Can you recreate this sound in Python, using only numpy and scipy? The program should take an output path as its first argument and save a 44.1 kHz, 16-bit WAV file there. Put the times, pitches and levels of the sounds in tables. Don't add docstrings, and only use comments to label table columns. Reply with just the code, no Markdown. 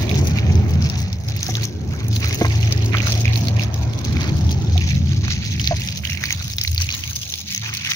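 import sys
import numpy as np
from scipy import signal
from scipy.fft import rfft, irfft, next_fast_len
from scipy.io import wavfile
from scipy.ndimage import uniform_filter1d, map_coordinates

SR = 44100
rng = np.random.default_rng(int(sys.argv[2]) if len(sys.argv) > 2 else 0)


def persist_wave(psi):
    counts = np.round(np.clip(psi, -1, 1) * 32767).astype(np.int16)
    wavfile.write(sys.argv[1], SR, np.atleast_2d(counts).T)


N = 350595

# time in seconds, then rumble, roar, drone and whoosh levels in dB.
ENGINE_LEVELS = [(0, -17, -23, -29.5, -30), (.75, -25.5, -19.5, -34, -34),
                 (1.28, -27.5, -31.5, -47.5, -42.5), (1.6, -30.5, -30.5, -37, -42),
                 (2.45, -25.5, -29, -36.5, -37), (3.1, -25.5, -27.5, -32, -32.5),
                 (3.8, -24, -29.5, -35, -33.5), (4.05, -21.5, -27.5, -31.5, -33.5),
                 (4.67, -21.5, -23, -32.5, -37.5), (5.14, -22, -24, -40.5, -45),
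                 (5.6, -23, -26, -36.5, -47), (5.8, -27.5, -30.5, -43.5, -44),
                 (6.3, -30.5, -35.5, -46.5, -50), (6.65, -26.5, -39.5, -49, -53.5),
                 (7.09, -30, -38, -50.5, -52.5), (7.33, -42.5, -46, -51, -50.5),
                 (7.95, -46.5, -39, -53, -62)]
# frequency in Hz, density in dB per Hz (only the shape counts).
RUMBLE_SPECTRUM = [(20, -44), (45, -25), (62, -5), (76, 3), (85, 11), (97, -1), (125, -1.5), (170, -42.5)]
ROAR_SPECTRUM = [(60, -27), (105, 1.5), (128, -6.5), (140, 3), (160, -8), (192, -6), (230, -14.5),
                 (330, -50)]
DRONE_SPECTRUM = [(120, -64), (220, 1), (330, 0), (430, -3), (520, -36), (900, -43)]
WHOOSH_SPECTRUM = [(250, -49), (480, -4), (750, 1), (1000, -3), (1300, -5), (2500, -19.5), (5000, -61)]
# frequency in Hz, left-right likeness from 0 to 1.
FAR_LIKENESS = [(25, 0.79), (60, 0.95), (130, 0.96), (290, 0.88), (640, 0.51), (1400, 0.097)]
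DULLS_FROM_S, DULLS_OVER_S, DULL_HZ = 2.85, 1.1, 320

# time of full level in seconds, hold in seconds, level in dB, multiple of the shaft speed.
HUM_SPELLS = [(0.41, 0.19, -23, 4), (0.656, 0.21, -21, 3), (0.85, 0.24, -29.5, 5), (1.286, 0.33, -25.5, 4),
              (2.058, 0.25, -22.5, 4), (2.46, 1.14, -21, 4), (3.197, 0.11, -20, 3), (3.665, 0.36, -28, 4),
              (4.555, 0.63, -28.5, 5), (5.604, 0.62, -35.5, 5), (7.61, 0.097, -34, 4),
              (2.904, 0.76, -37.5, 7), (7.44, 0.39, -50, 7)]
SHAFT_HZ, HUM_RISE_S, HUM_FADE_DB_PER_S = 27.8, 0.048, 128

# start in seconds, level in dB, thud in dB, rattle in dB, pitch factor.
CAN_KNOCKS = [(1.487, -17.5, -11, -18, 1.11), (2.411, -7.5, -2, -16.5, 1.03), (2.445, -21.5, -3, 1, 1.01),
              (4.755, -20.5, -29, -31, 1.07), (5.7095, -7, -34, -24, 1.01), (5.7205, -12.5, -23, -19, 0.93)]
# frequency in Hz, level in dB, time to fall 60 dB in seconds.
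CAN_MODES = [(217, 5, 0.045), (316, 1, 0.075), (442, 5, 0.033), (678, 6, 0.046), (1048, 10, 0.075),
             (1583, 2.5, 0.081), (2040, 7, 0.034)]

# start in seconds, level in dB, bubble pitch in Hz.
BIG_DROPS = [(0.0938, -11, 3500), (0.1134, -14, 2420), (0.143, -16, 3500), (0.1553, -9, 6500),
             (0.386, -14, 2240), (0.5552, -15, 5900), (0.8239, -12, 4900), (0.899, -8, 5200),
             (1.129, -13, 5340), (1.286, -11, 5170), (1.363, -21, 2120), (1.43, -4.5, 5940),
             (1.4656, -9, 5370), (1.553, -6, 3580), (1.633, -11, 4200), (2.083, -29, 5960),
             (2.1642, -8.5, 4030), (2.2437, -13, 2260), (2.309, -13, 2080), (2.6294, -13, 2760),
             (2.724, -2.5, 5200), (2.7768, -13, 5260), (2.97, -9.5, 3320), (2.983, -9, 2750),
             (3.003, -13, 2400), (3.019, -13, 6000), (3.121, -5, 5540), (3.152, -14, 4660),
             (3.2545, -6, 2280), (3.279, -12, 2420), (3.333, -12, 3970), (3.3575, -7.5, 4200),
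             (3.376, -13, 5400), (3.471, -12.5, 4260), (3.484, -8, 4270), (3.595, -12.5, 2600),
             (3.635, -11, 5330), (3.7419, -11.5, 5800), (4.0497, -11.5, 5860), (4.1684, -16, 2160),
             (4.2151, -13, 5000), (4.2416, -18, 1800), (4.2903, -19, 4220), (4.4668, -21, 5700),
             (4.4922, -16, 3300), (4.7785, -9, 3430), (4.952, -15.5, 3880), (5.281, -9.5, 1400),
             (5.5972, -8.5, 3000), (5.6148, -8, 6200), (5.6433, -10.5, 3870), (5.6746, 0, 4100),
             (5.887, -9, 3200), (5.9246, -14, 4800), (6.052, -9, 2900), (6.073, -12.5, 3000),
             (6.1, -10, 5470), (6.131, -12.5, 5850), (6.1731, -12, 2200), (6.229, -14, 1880),
             (6.238, -2, 1830), (6.256, -7, 4500), (6.3068, -5, 2010), (6.326, -1, 6250),
             (6.536, -13, 5000), (6.584, -2, 3550), (6.613, -1.5, 5220), (6.636, -8.5, 5100),
             (6.649, -9, 2100), (6.676, -4.5, 3930), (6.717, -13, 6300), (6.73, -16, 4830),
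             (6.747, -16, 5100), (6.761, -17, 2720), (6.779, -4, 4500), (6.8182, -5.5, 4830),
             (6.842, -15, 4500), (6.89, -7.5, 2450), (6.904, -9, 3620), (6.913, -10, 4400),
             (6.925, -7.5, 6330), (6.9338, -15, 3900), (6.941, -8.5, 3870), (7.0378, -10.5, 3000),
             (7.132, -13, 6000), (7.155, -19, 5300), (7.232, -13.5, 3060), (7.3093, -16, 5900),
             (7.3234, -9, 6300), (7.339, -7, 3400), (7.393, -17, 6130), (7.548, -4.5, 5960),
             (7.561, -10.5, 6270), (7.578, -8, 6200), (7.655, -18, 2330), (7.691, -17.5, 1350),
             (7.776, -11.5, 4300), (7.898, -11.5, 1880), (7.913, -6, 4560)]
# start in seconds, level in dB.
TREBLE_TICKS = [(0.7073, -10), (1.365, -7), (2.0826, -5.5), (2.2832, -9), (2.345, -1.5), (3.366, -10.5),
                (4.514, -9.5), (6.566, -6.5), (6.638, -4), (6.714, -5), (6.747, -2.5)]

# time of full flow in seconds,
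# hold in seconds, flow in dB, then heavy drops and puddle gurgle in dB over the flow.
ROSE_GUSHES = [(0, 0.29, -40, -4, -20), (0.366, 0.036, -41.5, 3.5, 1), (0.468, 0.28, -49, 1.5, -7),
               (0.819, 0.25, -40.5, -7, -3.5), (1.264, 0.37, -37.5, -11.5, -7),
               (1.917, 0.097, -45.5, -2.5, 3), (2.116, 0.063, -36.5, -28, -23),
               (2.207, 0.12, -35, -2.5, -6), (2.402, 0.43, -36.5, -3.5, -10), (2.935, 0.11, -43.5, 6.5, 10),
               (3.029, 0.14, -32.5, -14, -21), (3.258, 0.041, -45, 9.5, -18), (3.34, 0.13, -35.5, -18, -10),
               (3.571, 0.079, -40.5, -1.5, -22), (3.742, 0.25, -43.5, -29, -24),
               (3.985, 0.25, -39.5, -31, -6), (4.149, 0.13, -44, -3, 4.5), (4.318, 0.43, -42, -22, -10),
               (4.775, 0.19, -35.5, -7, -28), (5.045, 0.089, -35.5, -12, -13),
               (5.247, 0.12, -34.5, -9.5, -10.5), (5.426, 0.5, -35, -9.5, -35), (6.049, 0.093, -40, 4, -25),
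               (6.202, 0.12, -38, -0.5, -7), (6.347, 0.14, -35, -15.5, -10), (6.585, 0.28, -44, -8, -32),
               (6.794, 0.021, -35.5, -6, -12), (6.896, 0.16, -36.5, -7.5, -8),
               (7.096, 0.32, -36.5, -33, -18.5), (7.472, 0.12, -35, -9.5, -29),
               (7.635, 0.35, -36, -1, -4.5), (7.86, 0.18, -31, -0.5, -16)]
GUSH_RISE_S, GUSH_FADE_DB_PER_S = 0.023, 144
# fine drops, heavy drops and gurgle, all in dB.
TRICKLE_LEVELS = (-51, -78, -79)
# time in seconds, level in dB.
MIST_LEVELS = [(0, 8.5), (.6, -1.5), (2.2, 7), (5.2, -7), (6.1, 8), (7.3, 7.5), (7.95, 2.5)]
# time in seconds, left over right in dB (mean removed later).
WATER_AIM = [(0.0, -11.5), (0.17, -2.5), (2.61, -5), (5.91, -5.5), (6.84, -4), (7.31, -4.5), (7.95, -1.5)]

# frequency in Hz, left gain in dB, right gain in dB.
PORT_COLOUR = [(476, 1, 1), (1280, -12, -8.5), (2370, -6, 4.5), (3460, -6, -1.5), (4210, -6.5, 0.5),
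               (6130, 1, -8), (6480, -2.5, -0.5), (7344, -19, -35), (7920, -28, -28.5),
               (11100, -30.5, -15.5), (13600, -25, -22.5), (15100, -11, -4.5), (15700, -5, -7),
               (15950, -25, -28), (16700, -43, -39)]
TOP_HZ = 17178


def amp(db):
    return 10 ** (np.asarray(db) / 20)


def unit(x):
    return x / np.sqrt(np.mean(x ** 2) + 1e-20)


def along(points, hz, axis=1):
    table = np.transpose(points)
    return np.interp(np.log(hz + 1), np.log(table[0] + 1), table[axis])


def curves(rows):
    s, *columns = np.transpose(rows)
    return [np.interp(np.arange(N) / SR, s, column) for column in columns]


def wobble(rate):
    knots = rng.standard_normal(int(N * rate / SR) + 4)
    return map_coordinates(knots, [np.arange(N) * rate / SR])


def swells(start_s, length_s, db, rise_s, fade_db_per_s):
    step = 64
    t = np.arange(0, N + step, step) / SR - start_s[:, None]
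    rise = np.clip(t / rise_s + 1, 0, 1)
    past_hold = np.clip(t - length_s[:, None], 0, 9)
    each = rise * amp(db[:, None] - fade_db_per_s * past_hold)
    total = np.sqrt(np.sum(each ** 2, axis=0))
    return np.interp(np.arange(N) / step, np.arange(t.shape[1]), total)


def filtered(x, response):
    m = next_fast_len(N + 8192)
    return irfft(rfft(x, m) * response(np.fft.rfftfreq(m, 1 / SR)), m)[..., :N]


def band(lo_hz, hi_hz, order):
    def gain(hz):
        below = 1 + (lo_hz / (hz + 1)) ** (2 * order)
        above = 1 + (hz / hi_hz) ** (2 * order)
        return (below * above) ** -.5
    return gain


def patchy(x, depth_db, size=512):
    z = signal.stft(x, nperseg=size)[2]
    field = rng.standard_normal(z.shape[-2:])
    field = uniform_filter1d(field, size=7, axis=0)
    field = uniform_filter1d(field, size=6, axis=1)
    return signal.istft(z * amp(depth_db * unit(field)), nperseg=size)[1][..., :N]


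def near(response, own):
    common, left, right = rng.standard_normal((3, N))
    lag = SR * 0.00006 * wobble(1.4)
    late = unit(map_coordinates(common, [np.arange(N) - lag], mode="wrap"))
    return unit(filtered(np.array([late + own * left, common + own * right]), response))


def far(spectrum):
    def mid_side_gain(hz):
        turn = np.arccos(np.clip(along(FAR_LIKENESS, hz), -1, 1)) / 2
        return amp(along(spectrum, hz)) * [np.cos(turn), np.sin(turn)]
    mid, side = filtered(rng.standard_normal((2, N)), mid_side_gain)
    return unit(np.array([mid + side, mid - side]))


def hum():
    s, length, db, multiple = np.transpose(HUM_SPELLS)
    out = 0
    for k in (3, 4, 5, 7):
        mine = np.round(multiple) == k
        swell = swells(s[mine], length[mine], db[mine], HUM_RISE_S, HUM_FADE_DB_PER_S)
        gain = np.sqrt(2) * swell * amp(2.46 * wobble(9))
        pitch_hz = k * SHAFT_HZ * (1 + 0.01184 * wobble(6))
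        out = out + gain * np.sin(2 * np.pi * np.cumsum(pitch_hz) / SR)
    return out


def engine():
    rumble_db, roar_db, drone_db, whoosh_db = curves(ENGINE_LEVELS)
    drone = far(DRONE_SPECTRUM)
    dull = np.clip((np.arange(N) / SR - DULLS_FROM_S) / DULLS_OVER_S, 0, 1)
    drone = (1 - dull) * drone + dull * filtered(drone, band(30, DULL_HZ, order=3))
    whoosh = amp(whoosh_db) * far(WHOOSH_SPECTRUM)
    road = patchy(amp(drone_db) * drone + whoosh, depth_db=2.5, size=2048)
    rumble = amp(rumble_db + 2.0 * wobble(7)) * far(RUMBLE_SPECTRUM)
    roar = amp(roar_db + 2.0 * wobble(7)) * far(ROAR_SPECTRUM)
    return rumble + roar + road + hum()


def knocks():
    out, t = np.zeros(N + SR), np.arange(SR // 8) / SR
    for s, db, thud_db, rattle_db, pitch in CAN_KNOCKS:
        for hz, level_db, t60 in CAN_MODES:
            if hz < 550:
                part_db, slosh = thud_db, 3.5
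            elif hz > 900:
                part_db, slosh = rattle_db, 6.5
            else:
                part_db, slosh = 0, 0.9
            rough = 1 + slosh * uniform_filter1d(rng.standard_normal(len(t)), size=60)
            fade = amp(db + part_db + level_db - 60 * t / t60)
            ring = fade * rough * np.sin(2 * np.pi * hz * pitch * t)
            out[round(s * SR):][:len(t)] += ring * (1 - np.exp(-t / 0.0028))
    return out[:N] * amp([[-.4], [.4]])


def plinks(s, size, hz, cycles, rise, lag_s):
    n = np.arange(int(4.5 * SR * np.max(cycles / hz)) + 16)
    out = []
    for side in (0, 1):
        delay = lag_s * side - np.minimum(lag_s, 0)
        turns = np.clip(n / SR - delay[:, None], 0, 1) * hz[:, None]
        u = turns / cycles[:, None]
        wave = u * np.exp(1 - u) * np.sin(2 * np.pi * turns * (1 + rise * np.minimum(u, 4)))
        at = (s * SR).astype(int)[:, None] + n
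        out.append(np.bincount(at.ravel(), (size[side][:, None] * wave).ravel(), N)[:N])
    return np.array(out)


def bursts(s, size, t60):
    hits = [np.bincount((s * SR).astype(int), g, N)[:N] for g in size]
    fade = signal.lfilter([1], [1, -amp(-60 / (t60 * SR))], hits)
    return uniform_filter1d(fade, int(0.001 * SR) + 1, axis=1)


def drops():
    s, db, hz = np.transpose(BIG_DROPS)
    d = rng.random((len(s), 3))
    size = amp(db + np.outer([1, -1], 4 * (d[:, 2] - .5)))
    cycles = hz * 0.00025 + 0.37 + 0.58 * d[:, 0]
    out = amp(-1.5) * plinks(s, size, hz, cycles, 0.0072, 0.00026 * (.5 - d[:, 1]))
    for centre_hz in (2100, 3400, 5600):
        share = amp(-5.5 * np.abs(np.log2(hz / centre_hz)))
        noise = near(band(centre_hz * 1.27, centre_hz * 1.44, order=2), own=0.3)
        crack = amp(-12.5) * bursts(s, size * share, 0.0096)
        wash = amp(-18.0) * bursts(s, size * share, 0.054)
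        out = out + (crack + wash) * noise
    tick_s, tick_db = np.transpose(TREBLE_TICKS)
    crackle = bursts(s, size * amp(-7.5), 0.016) + bursts(tick_s, amp([tick_db] * 2), 0.018)
    return out + crackle * near(band(12300, 13300, order=3), own=0.17)


def shower(count, lo_hz, hi_hz, cycles, spread_db, splat_db, hiss_db, t60):
    d = rng.random((count, 6))
    s = d[:, 0] * (N - 1) / SR
    size = amp(-spread_db * np.log(d[:, 1] + 0.054) + np.outer([1, -1], 7 * (d[:, 2] - .5)))
    hz = lo_hz * (hi_hz / lo_hz) ** d[:, 3]
    ring = unit(plinks(s, size, hz, cycles * (0.52 + d[:, 4] ** 2), 0.013, 0.00015 * (.5 - d[:, 5])))
    colour = band(lo_hz, hi_hz, order=4)
    splat = unit(bursts(s, size, t60))
    wash = amp(splat_db) * splat * near(colour, own=0.25) + amp(hiss_db) * near(colour, own=1.0)
    return ring + patchy(wash, depth_db=3.5), splat


def snaps(count, lo_hz, hi_hz, spread_db, t60):
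    d = rng.random((count, 3))
    size = amp(-spread_db * np.log(d[:, 1] + 0.24) + np.outer([1, -1], 6 * (d[:, 2] - .5)))
    slap = unit(bursts(d[:, 0] * (N - 1) / SR, size, t60))
    return slap * near(band(lo_hz, hi_hz, order=3), own=0.25), slap


def spray():
    s, length, flow_db, *over_db = np.transpose(ROSE_GUSHES)
    gains = []
    for db, least_db in zip((0, *over_db), TRICKLE_LEVELS):
        gush = swells(s, length, flow_db + db, GUSH_RISE_S, GUSH_FADE_DB_PER_S)
        gains.append(np.hypot(amp(least_db), gush))
    fine_gain, heavy_gain, gurgle_gain = gains
    surge_db = 0.51 * wobble(7.2) + 2.3 * wobble(35)

    gurgle, _ = shower(count=1200, lo_hz=1046, hi_hz=1556, cycles=4.5, spread_db=6.5,
                       splat_db=0.0, hiss_db=-0.5, t60=0.023)
    heavy, _ = shower(count=5000, lo_hz=1670, hi_hz=2900, cycles=3.8, spread_db=5.0,
                      splat_db=3.0, hiss_db=-3.0, t60=0.0089)
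    fine, patter = shower(count=4500, lo_hz=3150, hi_hz=7900, cycles=3.3, spread_db=4.5,
                          splat_db=-0.5, hiss_db=-3.0, t60=0.017)
    clicks, slap = snaps(count=560, lo_hz=3000, hi_hz=8300, spread_db=3.0, t60=0.012)
    smacks, _ = snaps(count=320, lo_hz=1700, hi_hz=4800, spread_db=7.5, t60=0.014)

    mist = patchy(near(band(9900, 9400, order=3), own=0.75), depth_db=3.0)
    mist = mist * (0.71 + 0.36 * patter ** 2.38 + 0.9 * slap)
    mist_db, = curves(MIST_LEVELS)
    mist = amp(mist_db + 3.23 * wobble(18)) * mist

    low = gurgle_gain * amp(2.5 * wobble(17)) * gurgle
    low = low + heavy_gain * amp(0.57 * wobble(23)) * heavy
    low = low + np.sqrt(heavy_gain * fine_gain) * amp(-0.5) * smacks
    high = fine_gain * (fine + amp(2.5) * clicks + mist)
    return amp(surge_db) * (low + high)


def scene():
    aim_db, = curves(WATER_AIM)
    balance = amp(np.outer([.5, -.5], aim_db - aim_db.mean()))
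    return (spray() + drops()) * balance + knocks() + engine()


def record(dry):
    def ports(hz):
        colour = amp([along(PORT_COLOUR, hz, axis=1), along(PORT_COLOUR, hz, axis=2)])
        late = np.exp(-2j * np.pi * np.outer([-.5, .5], hz) * 1.7e-4)
        return colour * late * (hz < TOP_HZ)
    return filtered(dry, ports)


dry = scene()
out = record(dry)
persist_wave(out)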